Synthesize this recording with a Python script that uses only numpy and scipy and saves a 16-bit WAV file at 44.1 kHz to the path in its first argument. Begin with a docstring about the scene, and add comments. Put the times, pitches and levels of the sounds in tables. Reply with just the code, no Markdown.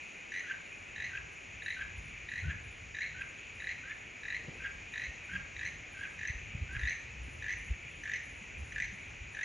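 """Two toucans in the forest

A toucan croaks in a tree a dozen metres away and a second answers from deeper in the forest. Each croak
is a rattle of short syrinx pulses that speeds up and rises, echoed by the leaves. Insect choirs hiss and
throb, a small caller chirps up high, and light wind thumps on the microphone. A low rustle, a wisp of
hiss and one thin bird whistle pass by."""
import sys
import numpy as np
from scipy import signal
from scipy.fft import rfft, irfft, next_fast_len
from scipy.io import wavfile
from scipy.ndimage import uniform_filter1d

SR = 44100
rng = np.random.default_rng(int(sys.argv[2]) if len(sys.argv) > 2 else 0)


def pcm_store(signal):
    """Save signal as 16-bit PCM."""
    levels = np.round(np.clip(np.atleast_2d(signal), -1, 1) * 32767)
    wavfile.write(sys.argv[1], SR, levels.astype(np.int16).T)


N = 416304

# Tone of the forest bed, centre and sides. 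Each row: frequency in Hz, relative level in dB.
BED_MID_SPECTRUM = [(100, -10), (160, -7.5), (350, -9.5), (1100, -16.5), (1700, -9), (2450, 3.5),
                    (3200, -13.5), (3700, -19.5), (5100, -26), (6050, -18), (6800, -17), (7500, -32),
                    (8400, -40), (12000, -60.5)]
BED_SIDE_SPECTRUM = [(24, -42.5), (60, -16), (180, -24.5), (560, -20), (1250, -18), (2000, -26),
                     (3200, -17), (7600, -50.5), (8500, -23), (9100, -27), (9650, -40), (10100, -68.5),
                     (14000, -100)]
# The ride of the wind rumble. Each row: time in seconds, level in dB.
RUMBLE_LEVELS = [(0.0, -73), (0.52, -68), (1.02, -57.5), (1.52, -61), (1.79, -53), (2.5, -52),
                 (2.92, -57.5), (4.05, -61), (4.6, -54), (4.81, -57), (6.1, -58.5), (6.73, -47.5),
                 (6.94, -54.5), (7.57, -52.5), (8.15, -58), (8.7, -54.5), (8.99, -49.5), (9.44, -60)]
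# Eddies hitting the microphone. Each row: time in seconds, peak in dB, pitch in Hz, length in ms.
WIND_THUMPS = [(1.982, -37.5, 67.6, 19), (2.438, -32.5, 93, 32), (2.484, -29, 80.5, 33),
               (2.47, -38, 150, 50), (2.557, -39.5, 82, 10), (4.489, -49, 237, 33), (4.488, -37, 145, 14),
               (5.085, -40, 64, 26), (5.346, -45.5, 183, 43.5), (6.303, -31, 76, 10.5),
               (6.357, -36.5, 53.7, 31), (6.552, -27.5, 83, 7.8), (6.621, -27.5, 80, 20),
               (6.769, -29.5, 66, 9.5), (6.839, -29, 62, 41), (7.219, -39.5, 61.6, 88),
               (7.284, -48, 260, 15), (7.711, -25, 60, 23), (8.42, -47.5, 198, 15), (8.614, -37, 71.6, 41),
               (8.932, -47, 189, 21), (9.216, -38.5, 64.7, 18)]
# The small caller. Each row: time in seconds, relative level in dB, pitch in Hz.
HIGH_CHIRPS = [(.012, -66, 9000), (.32, -65, 9100), (.65, -66, 9000), (.99, -69, 8850), (1.31, -66, 9000),
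               (1.625, -61, 9100), (1.96, -62, 9030), (2.29, -64, 8970), (2.63, -62, 8920),
               (3.201, -66, 9180), (3.54, -61, 8950), (3.87, -66, 8970), (4.21, -69, 9000),
               (4.54, -66, 9000), (4.905, -62, 8930), (5.24, -64, 8950), (5.58, -65, 8850),
               (5.91, -60, 9030), (6.72, -64, 9150), (7.23, -61, 9300), (7.57, -59, 8950),
               (7.89, -62, 9000), (8.23, -61, 9000), (8.58, -59, 9000), (8.93, -63, 9000),
               (9.31, -65, 9100)]
# The near toucan. Each row: times in seconds of the first pulse, the restart after a stumble, the switch
# to double speed, the peak and the last pulse; relative opening and peak levels in dB; slow-rattle pitch
# in Hz; base offsets in dB of the 2nd harmonic, the 3rd harmonic and every other fast pulse.
NEAR_CROAKS = [(.3221, .3221, .342, 0.38, .4065, -39, -33.5, 1800, -22, -18.5, -1),
               (.962, .962, 1.0443, 1.044, 1.0765, -39, -35, 1780, -17.5, -22, -6),
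               (1.6233, 1.6628, 1.7471, 1.7, 1.7471, -39, -34, 1770, -16, -20, -2),
               (2.2898, 2.3187, 2.38, 2.37, 2.4137, -40, -35, 1800, -17.5, -23, -2.5),
               (2.9488, 2.9488, 3.0093, 3.02, 3.0747, -41.5, -35, 1770, -19, -24, 2),
               (3.6035, 3.6725, 3.6921, 3.695, 3.7255, -42, -33.5, 1800, -19, -27, -4),
               (4.2354, 4.2856, 4.3472, 4.34, 4.3677, -42, -33.5, 1789, -16.5, -24, -4),
               (4.9396, 4.9396, 5.0393, 5.03, 5.068, -39.5, -35.5, 1840, -16, -19, -3),
               (5.5653, 5.5943, 5.653, 5.66, 5.688, -42, -34, 1810, -18.5, -14.5, -2.5),
               (6.1938, 6.1938, 6.2743, 6.288, 6.3076, -41.5, -33.5, 1740, -19, -13, -6),
               (6.7958, 6.7958, 6.8754, 6.896, 6.93, -38.5, -31.5, 1770, -21, -17, -0.5),
               (7.4255, 7.4255, 7.485, 7.5052, 7.5375, -41, -32, 1780, -26, -16.5, -2),
               (8.038, 8.038, 8.138, 8.14, 8.1715, -39.5, -32, 1750, -24, -15.5, -3.5),
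               (8.7234, 8.7623, 8.8243, 8.81, 8.856, -41.5, -31, 1730, -24.5, -14, -4),
               (9.3515, 9.3515, 9.4331, 9.435, 9.4331, -40, -31, 1730, -25.5, -16, -1)]
# Its head turn. Each row: time in seconds, how far it faces the microphone from 0 to 1.
HEAD_TURN = [(0, 0.42), (5.2, 0.6), (6.9, 0.82), (7.4, 0.9), (8.0, 0.87), (9.44, 0.84)]
# Beak resonances holding the 2nd and 3rd harmonics. Each row: pitch at rest in Hz, pitch wide open in Hz,
# delay in seconds, upward slide as a share of the pitch per second.
BEAK_RESONANCES = [(3820, 4080, .0012, 15), (6030, 6150, .0014, 15)]
# Slaps off the nearest leaves and boughs. Each row: delay in ms, relative level in dB, left bias in dB.
BOUGH_ECHOES = [(4.6, -10, 4), (9, -16, -4), (12.5, -20, 4)]
# The far toucan. Each row: times in seconds of the first pulse, the switch to double speed, the peak and
# the last pulse; relative opening and peak levels in dB; pitch at the peak in Hz.
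FAR_CROAKS = [(.442, 0.468, .5102, .5195, -51, -40.5, 1623), (1.098, 1.1767, 1.159, 1.1767, -54, -39, 1620),
              (1.773, 1.813, 1.8136, 1.8234, -43.5, -40, 1638),
              (2.4456, 2.497, 2.506, 2.5155, -47.5, -40.5, 1605),
              (3.153, 3.215, 3.216, 3.216, -50, -35.5, 1623), (3.84, 3.9003, 3.912, 3.9255, -49, -42, 1780),
              (4.604, 4.646, 4.656, 4.667, -48, -37.5, 1630),
              (5.2974, 5.36, 5.3593, 5.3593, -47, -34.5, 1630),
              (5.954, 6.057, 6.02, 6.0576, -51.5, -39.5, 1626),
              (6.6978, 6.756, 6.7588, 6.768, -49, -40, 1640)]
# Dry ticks, most on a far croak's peak. Each row: time in seconds, relative peak in dB, pitch in Hz.
DRY_TICKS = [(0.521, -38, 2680), (1.175, -29, 2580), (1.8204, -39, 2340), (2.5126, -32, 2430),
             (3.22, -29.5, 2500), (3.917, -33, 2420), (4.67, -37, 2280), (5.364, -32, 2530),
             (6.053, -31, 2464), (6.766, -31, 2424)]
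# One soft rustle: peak time, rise and fall in seconds, centre and width in Hz, level in dB.
LOW_RUSTLE = (4.48, .05, .08, 370, 400, -56)
# One wisp of hiss: peak time and fade each way in seconds, centre and width in Hz, level in dB.
HIGH_HISS = (6.13, .04, 9200, 3200, -77)
# A small bird's whistle. Each row: time in seconds, pitch in Hz, level in dB.
WHISTLE_PATH = [(8.768, 7200, -80), (8.776, 7050, -66), (8.788, 7000, -66), (8.8, 7450, -66),
                (8.812, 8000, -67), (8.818, 8200, -88)]

SLOW_GAP_S, FAST_GAP_S, THROAT_LAG_S = .0203, .0108, .001  # pulse timing of both toucans
SCATTER_S, SCATTER_DB, SCATTER_HZ = .0004, 1, 40  # looseness from pulse to pulse
SIDE = np.array([[1], [-1]])  # opposite polarity left and right


def undb(db):
    """Decibels to gain."""
    return 10 ** (np.asarray(db) / 20)


def level(x, db):
    """Set the RMS level."""
    return x * undb(db) / np.sqrt(np.mean(x ** 2))


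def filtered(x, hz, kind, order):
    """Butterworth filter."""
    return signal.sosfilt(signal.butter(order, hz, kind, fs=SR, output="sos"), x)


def noise_band(hz, width, db, order=2):
    """Noise around a centre, at a set level."""
    return level(filtered(rng.standard_normal(N), [hz - width / 2, hz + width / 2], "band", order), db)


def walk(rate):
    """Smooth wander through rate random values a second; spread near 1."""
    hold = int(SR / rate)
    steps = np.repeat(rng.standard_normal(N // hold + 1), hold)
    return 1.65 * uniform_filter1d(uniform_filter1d(steps, hold), hold)[:N]


def rasp(hz, depth):
    """Grit: a gain that flutters around 2, up to hz times a second."""
    return 2 + depth * level(filtered(rng.standard_normal(N), hz, "low", 4), 0)


def swell(t, rise, fall):
    """Bell that peaks at t = 0, with its own rise and fall widths."""
    return np.exp(-.5 * (t / np.where(t < 0, rise, fall)) ** 2)


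def tone(t, hz, phase=0, slide=0):
    """Sine that glides up by slide times its pitch per second."""
    return np.sin(2 * np.pi * hz * (t + slide / 2 * t ** 2) + phase)


def add(track, s, sound):
    """Mix a sound in at s seconds."""
    i = int(s * SR)
    first, last = max(i, 0), min(i + len(sound), len(track))
    track[first:last] += sound[first - i:last - i]


def shimmer(points, db, drift_db, flicker_db):
    """Shaped noise in third-octave bands that drift together and flicker alone."""
    size = next_fast_len(N)
    hz = np.maximum(np.arange(size // 2 + 1) * SR / size, 1)
    knots, gains = np.transpose(points)
    spectrum = rfft(rng.standard_normal(size)) * undb(np.interp(np.log(hz), np.log(knots), gains))
    band_index = np.clip(3 * np.log2(hz / 40), 0, 25)
    out, drift = np.zeros(N), walk(.7)
    for k in range(26):
        band = irfft(spectrum * np.clip(1 - abs(band_index - k), 0, 1), size)[:N]
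        out += band * undb(drift_db * drift + flicker_db * walk(12))
    return level(out, db)


def forest_bed():
    """A wide wash of forest air and hissing insect choirs."""
    mid = shimmer(BED_MID_SPECTRUM, db=-49, drift_db=.3, flicker_db=.7)
    side = shimmer(BED_SIDE_SPECTRUM, db=-56, drift_db=.5, flicker_db=1)
    side += .29 * filtered(mid, [370, 1170], "band", 2)  # the low forest noise leans left
    return mid + side * SIDE


def katydids():
    """Three high insects, each throbbing ten or eleven times a second."""
    t, out = np.arange(N) / SR, np.zeros(N)
    for rate, hz in ((10.4, 6900), (11.3, 6820), (9.7, 6700)):
        throb = .6 + np.maximum(tone(t, rate, phase=1.5 * walk(1.5)), 0)
        out += throb * noise_band(hz, 260, db=0)
    return level(out, -66.5)


def wind():
    """Eddies on the microphone: low rumble and short thumps, a little different on each side."""
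    gust = undb(np.interp(np.arange(N) / SR, *np.transpose(RUMBLE_LEVELS)) + 1.8 * walk(13))
    rumble = noise_band(74, 60, db=0) + noise_band(117, 77, db=-7)
    spread = noise_band(97, 110, db=-14)
    out = gust * (rumble + noise_band(49, 30, db=-7))
    t, push = np.arange(-5000, 5000) / SR, np.zeros(N)
    for s, db, hz, ms in WIND_THUMPS:
        shape = undb(db) * swell(t, .28 * ms / 1000, .5 * ms / 1000)
        add(out, s + t[0], shape * tone(t, hz, rng.uniform(0, 2 * np.pi)))
        add(push, s + t[0], shape)
    out += push * noise_band(130, 150, db=-25.5)
    return out + (gust + .27 * push) * spread * SIDE


def foliage(x, t60, db, centred):
    """Reverb of countless leaves: a decaying noise tail, mono when centred is 1."""
    t = np.arange(int(.7 * SR)) / SR
    envelope = np.exp(-np.log(1000) * t / t60) * (1 - np.exp(-t / .02))
    mid, side = rng.standard_normal((2, len(t))) * envelope
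    tails = np.sqrt(centred) * mid + np.sqrt(1 - centred) * side * SIDE
    tails *= undb(db) / np.sqrt(np.sum(mid ** 2))
    return signal.fftconvolve(x[None], tails, axes=1)[:, :N]


def chirper():
    """Thin, trembling chirps that slide up and linger, in opposite polarity left and right."""
    out, t = np.zeros(N), np.arange(int(.25 * SR)) / SR
    for s, db, hz in HIGH_CHIRPS:
        pitch = hz * (1.005 - .025 * np.exp(-t / .025))
        shape = swell(t - .02, .008, .022) + .6 * swell(t - .09, .015, .035)
        add(out, s - .008, undb(db) * shape * np.sin(2 * np.pi * np.cumsum(pitch) / SR))
    out *= undb(3) * rasp(150, depth=.8)
    return (out + foliage(out, t60=.7, db=-1, centred=1)) * np.array([[1], [-.92]])


def pulse_times(first, doubles, last):
    """Rhythm of the syrinx: a slow run, then about twice as fast."""
    slow = np.linspace(first, doubles, round((doubles - first) / SLOW_GAP_S) + 1)
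    fast = np.linspace(doubles, last, round((last - doubles) / FAST_GAP_S) + 1)
    return np.concatenate([slow, fast[1:]])


def near_rattle(first, resume, doubles, peak, last, open_db, peak_db, open_hz,
                second_db, third_db, offbeat_db):
    """Pulses of one near croak: they swell to the peak, then fade while the pitch keeps climbing."""
    stumble_s, fade_db_per_s = .026, 152.5
    peak_hz, climb_hz_per_s, opening_lift_hz, offbeat_lift_hz = 1910, 3500, 80, 98
    lead_in = np.arange(first, resume - stumble_s, SLOW_GAP_S)
    s = np.concatenate([lead_in, pulse_times(resume, doubles, last)])
    effort = np.clip((s - first) / (peak - first), 0, 1)
    after = np.maximum(s - peak, 0)
    offbeat = (s > doubles) * ((np.arange(len(s)) - np.argmin(abs(s - doubles))) % 2)
    db = open_db + (peak_db - open_db) * effort ** .78 - fade_db_per_s * after + offbeat_db * offbeat
    hz = open_hz + (peak_hz - open_hz) * effort ** 2.8 + climb_hz_per_s * after
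    hz += opening_lift_hz * (s == first) + offbeat_lift_hz * offbeat
    gape = np.clip((s - first) / (last - first), 0, 1)
    slow = (s > first) * (s < doubles)
    second = second_db + 4.5 * (s == s[0])  # a nasal first pulse
    third = third_db - 2.5 * (1 - effort ** 3) - 31 * after  # opens toward the peak, then closes
    pulses = np.transpose([s - THROAT_LAG_S, db, hz, gape, slow, second, third])
    scatter = [SCATTER_S, SCATTER_DB, SCATTER_HZ, .15, 0, 3.5, 3.5]
    return pulses + scatter * rng.standard_normal((24, 7))[:len(s)]


def near_toucan():
    """Each syrinx pulse is a few cycles sliding up; overtones bloom just after, held by the beak."""
    slide, free_second_hz, throat_hz = 30, 3390, 1565
    out, snap, puff = np.zeros((3, N))
    t = np.arange(-200, 400) / SR
    pulses = np.concatenate([near_rattle(*croak) for croak in NEAR_CROAKS])
    for s, db, hz, gape, slow, second_db, third_db in pulses:
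        phases = rng.uniform(0, 2 * np.pi, 5)
        facing = np.interp(s, *np.transpose(HEAD_TURN))
        pulse = swell(t, .0016, .0015) * tone(t, hz, phases[0], slide)
        # heard down the open beak, slow pulses lose overtone level and the 2nd harmonic slips lower
        release = slow * facing ** 4
        overtone_db = [second_db - release, third_db - 13.5 * slow * facing ** 2]
        for k, (rest_hz, open_hz, delay, beak_slide) in enumerate(BEAK_RESONANCES):
            pitch = rest_hz + gape * (open_hz - rest_hz)
            if k == 0:
                pitch += release * (free_second_hz - pitch)
            bloom = undb(overtone_db[k]) * swell(t - delay, .0015, .0024)
            pulse += bloom * tone(t - delay, pitch, phases[k + 1], beak_slide)
        for harmonic, under_db in ((4, -26.5), (5, -34.5)):  # these ride on the 3rd
            bite = undb(overtone_db[1] + under_db) * swell(t, .001, .0015)
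            pulse += bite * tone(t, harmonic * hz, phases[harmonic - 1], slide)
        add(out, s + t[0], undb(db) * pulse)
        add(snap, s + t[0], facing * undb(db) * swell(t, .0006, .0012))
        add(puff, s + t[0], undb(db) * swell(t, .0019, .0021))
    out += puff * noise_band(2146, 810, db=-12.5)  # hoarse, turbulent air
    out *= rasp(600, depth=.21)
    out += snap * noise_band(4800, 3200, db=-21)  # the membranes snap open with a woody click
    return filtered(out, throat_hz, "high", 10)


def in_tree(call):
    """A call with dull slaps off the nearest boughs and a tail brightened by glossy leaves."""
    heard = np.array([call, call])
    bounce = filtered(call, 3000, "low", 1) * rasp(200, depth=.5)
    for ms, db, pan_db in BOUGH_ECHOES:
        lag = int(ms * SR / 1000)
        heard[:, lag:] += bounce[:-lag] * undb(db + SIDE * pan_db / 2)
    sheen = undb(-7.5) * filtered(call, 4600, "high", 10)
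    return heard + foliage(call + sheen, t60=.57, db=-4.5, centred=.85)


def far_rattle(first, doubles, peak, last, open_db, peak_db, peak_hz):
    """Pulses of one far croak: they swell and rise to the peak, then die away."""
    open_hz, fade_db_per_s = 1534, 119.5
    s = pulse_times(first, doubles, last)
    effort = np.clip((s - first) / (peak - first), 0, 1)
    db = open_db + (peak_db - open_db) * effort ** 1.56 - fade_db_per_s * np.maximum(s - peak, 0)
    hz = open_hz + (peak_hz - open_hz) * effort ** 1.4
    scatter = [2 * SCATTER_S, SCATTER_DB, SCATTER_HZ] * rng.standard_normal((24, 3))[:len(s)]
    return np.transpose([s - THROAT_LAG_S, db, hz]) + scatter


def far_toucan():
    """Lower, longer pulses with breathy edges, smeared on their way through the leaves."""
    throat_hz = 1436
    out, breath = np.zeros((2, N))
    t = np.arange(-700, 700) / SR
    for s, db, hz in np.concatenate([far_rattle(*croak) for croak in FAR_CROAKS]):
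        pulse = sum(undb(harmonic_db) * tone(t, harmonic * hz, rng.uniform(0, 2 * np.pi))
                    for harmonic, harmonic_db in ((1, 0), (2, -21), (3, -35)))
        add(out, s + t[0], undb(db) * swell(t, .0049, .005) * pulse)
        add(breath, s + t[0], undb(db) * swell(t, .0053, .014))
    out = filtered(out * rasp(500, depth=1), throat_hz, "high", 10)
    echo = foliage(out, t60=.46, db=-11.5, centred=.6) * rasp(500, depth=.7)
    return out + echo + breath * noise_band(2320, 1210, db=-9.5, order=4)


def ticks():
    """Tiny dry pips that put an edge on the far croaks."""
    out, t = np.zeros(N), np.arange(-700, 700) / SR
    for s, db, hz in DRY_TICKS:
        add(out, s + .00099 + t[0], undb(db) * swell(t, .001, .00099) * tone(t, hz))
    return out


def rustle():
    """A soft, grainy low rustle with a tail, like a hand shifting its grip."""
    s, rise, fall, hz, width, db = LOW_RUSTLE
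    return swell(np.arange(N) / SR - s, rise, fall) * undb(2 * walk(72)) * noise_band(hz, width, db)


def hiss():
    """A brief wisp of high noise."""
    s, fade, hz, width, db = HIGH_HISS
    return swell(np.arange(N) / SR - s, fade, fade) * noise_band(hz, width, db)


def bird_whistle():
    """A small bird flicks one pure tone upward."""
    t = np.arange(N) / SR
    s, hz, db = np.transpose(WHISTLE_PATH)
    envelope = undb(np.interp(t, s, db, -140, -140))
    return envelope * np.sin(2 * np.pi * np.cumsum(np.interp(t, s, hz)) / SR)


def scene():
    """The stereo mix, with each toucan trimmed for its distance."""
    bed = forest_bed()
    near = undb(-1.05) * in_tree(near_toucan())
    far = undb(-1.5) * (far_toucan() + ticks())
    return bed + near + far + chirper() + hiss() + rustle() + bird_whistle() + katydids() + wind()


def record(dry):
    """The microphone: mono in the upper mids, a touch louder on the left, sub-bass and top cut away."""
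    mid, side = (dry[0] + dry[1]) / 2, (dry[0] - dry[1]) / 2
    side = signal.sosfilt(signal.cheby2(4, 40, [3300, 7400], "bandstop", fs=SR, output="sos"), side)
    pair = (mid + side * SIDE) * undb(.3 * SIDE)
    top_cut = signal.ellip(8, .2, 70, 12300, fs=SR, output="sos")
    return signal.sosfilt(top_cut, filtered(pair, 35, "high", 2))


dry = scene()
out = record(dry)
pcm_store(out)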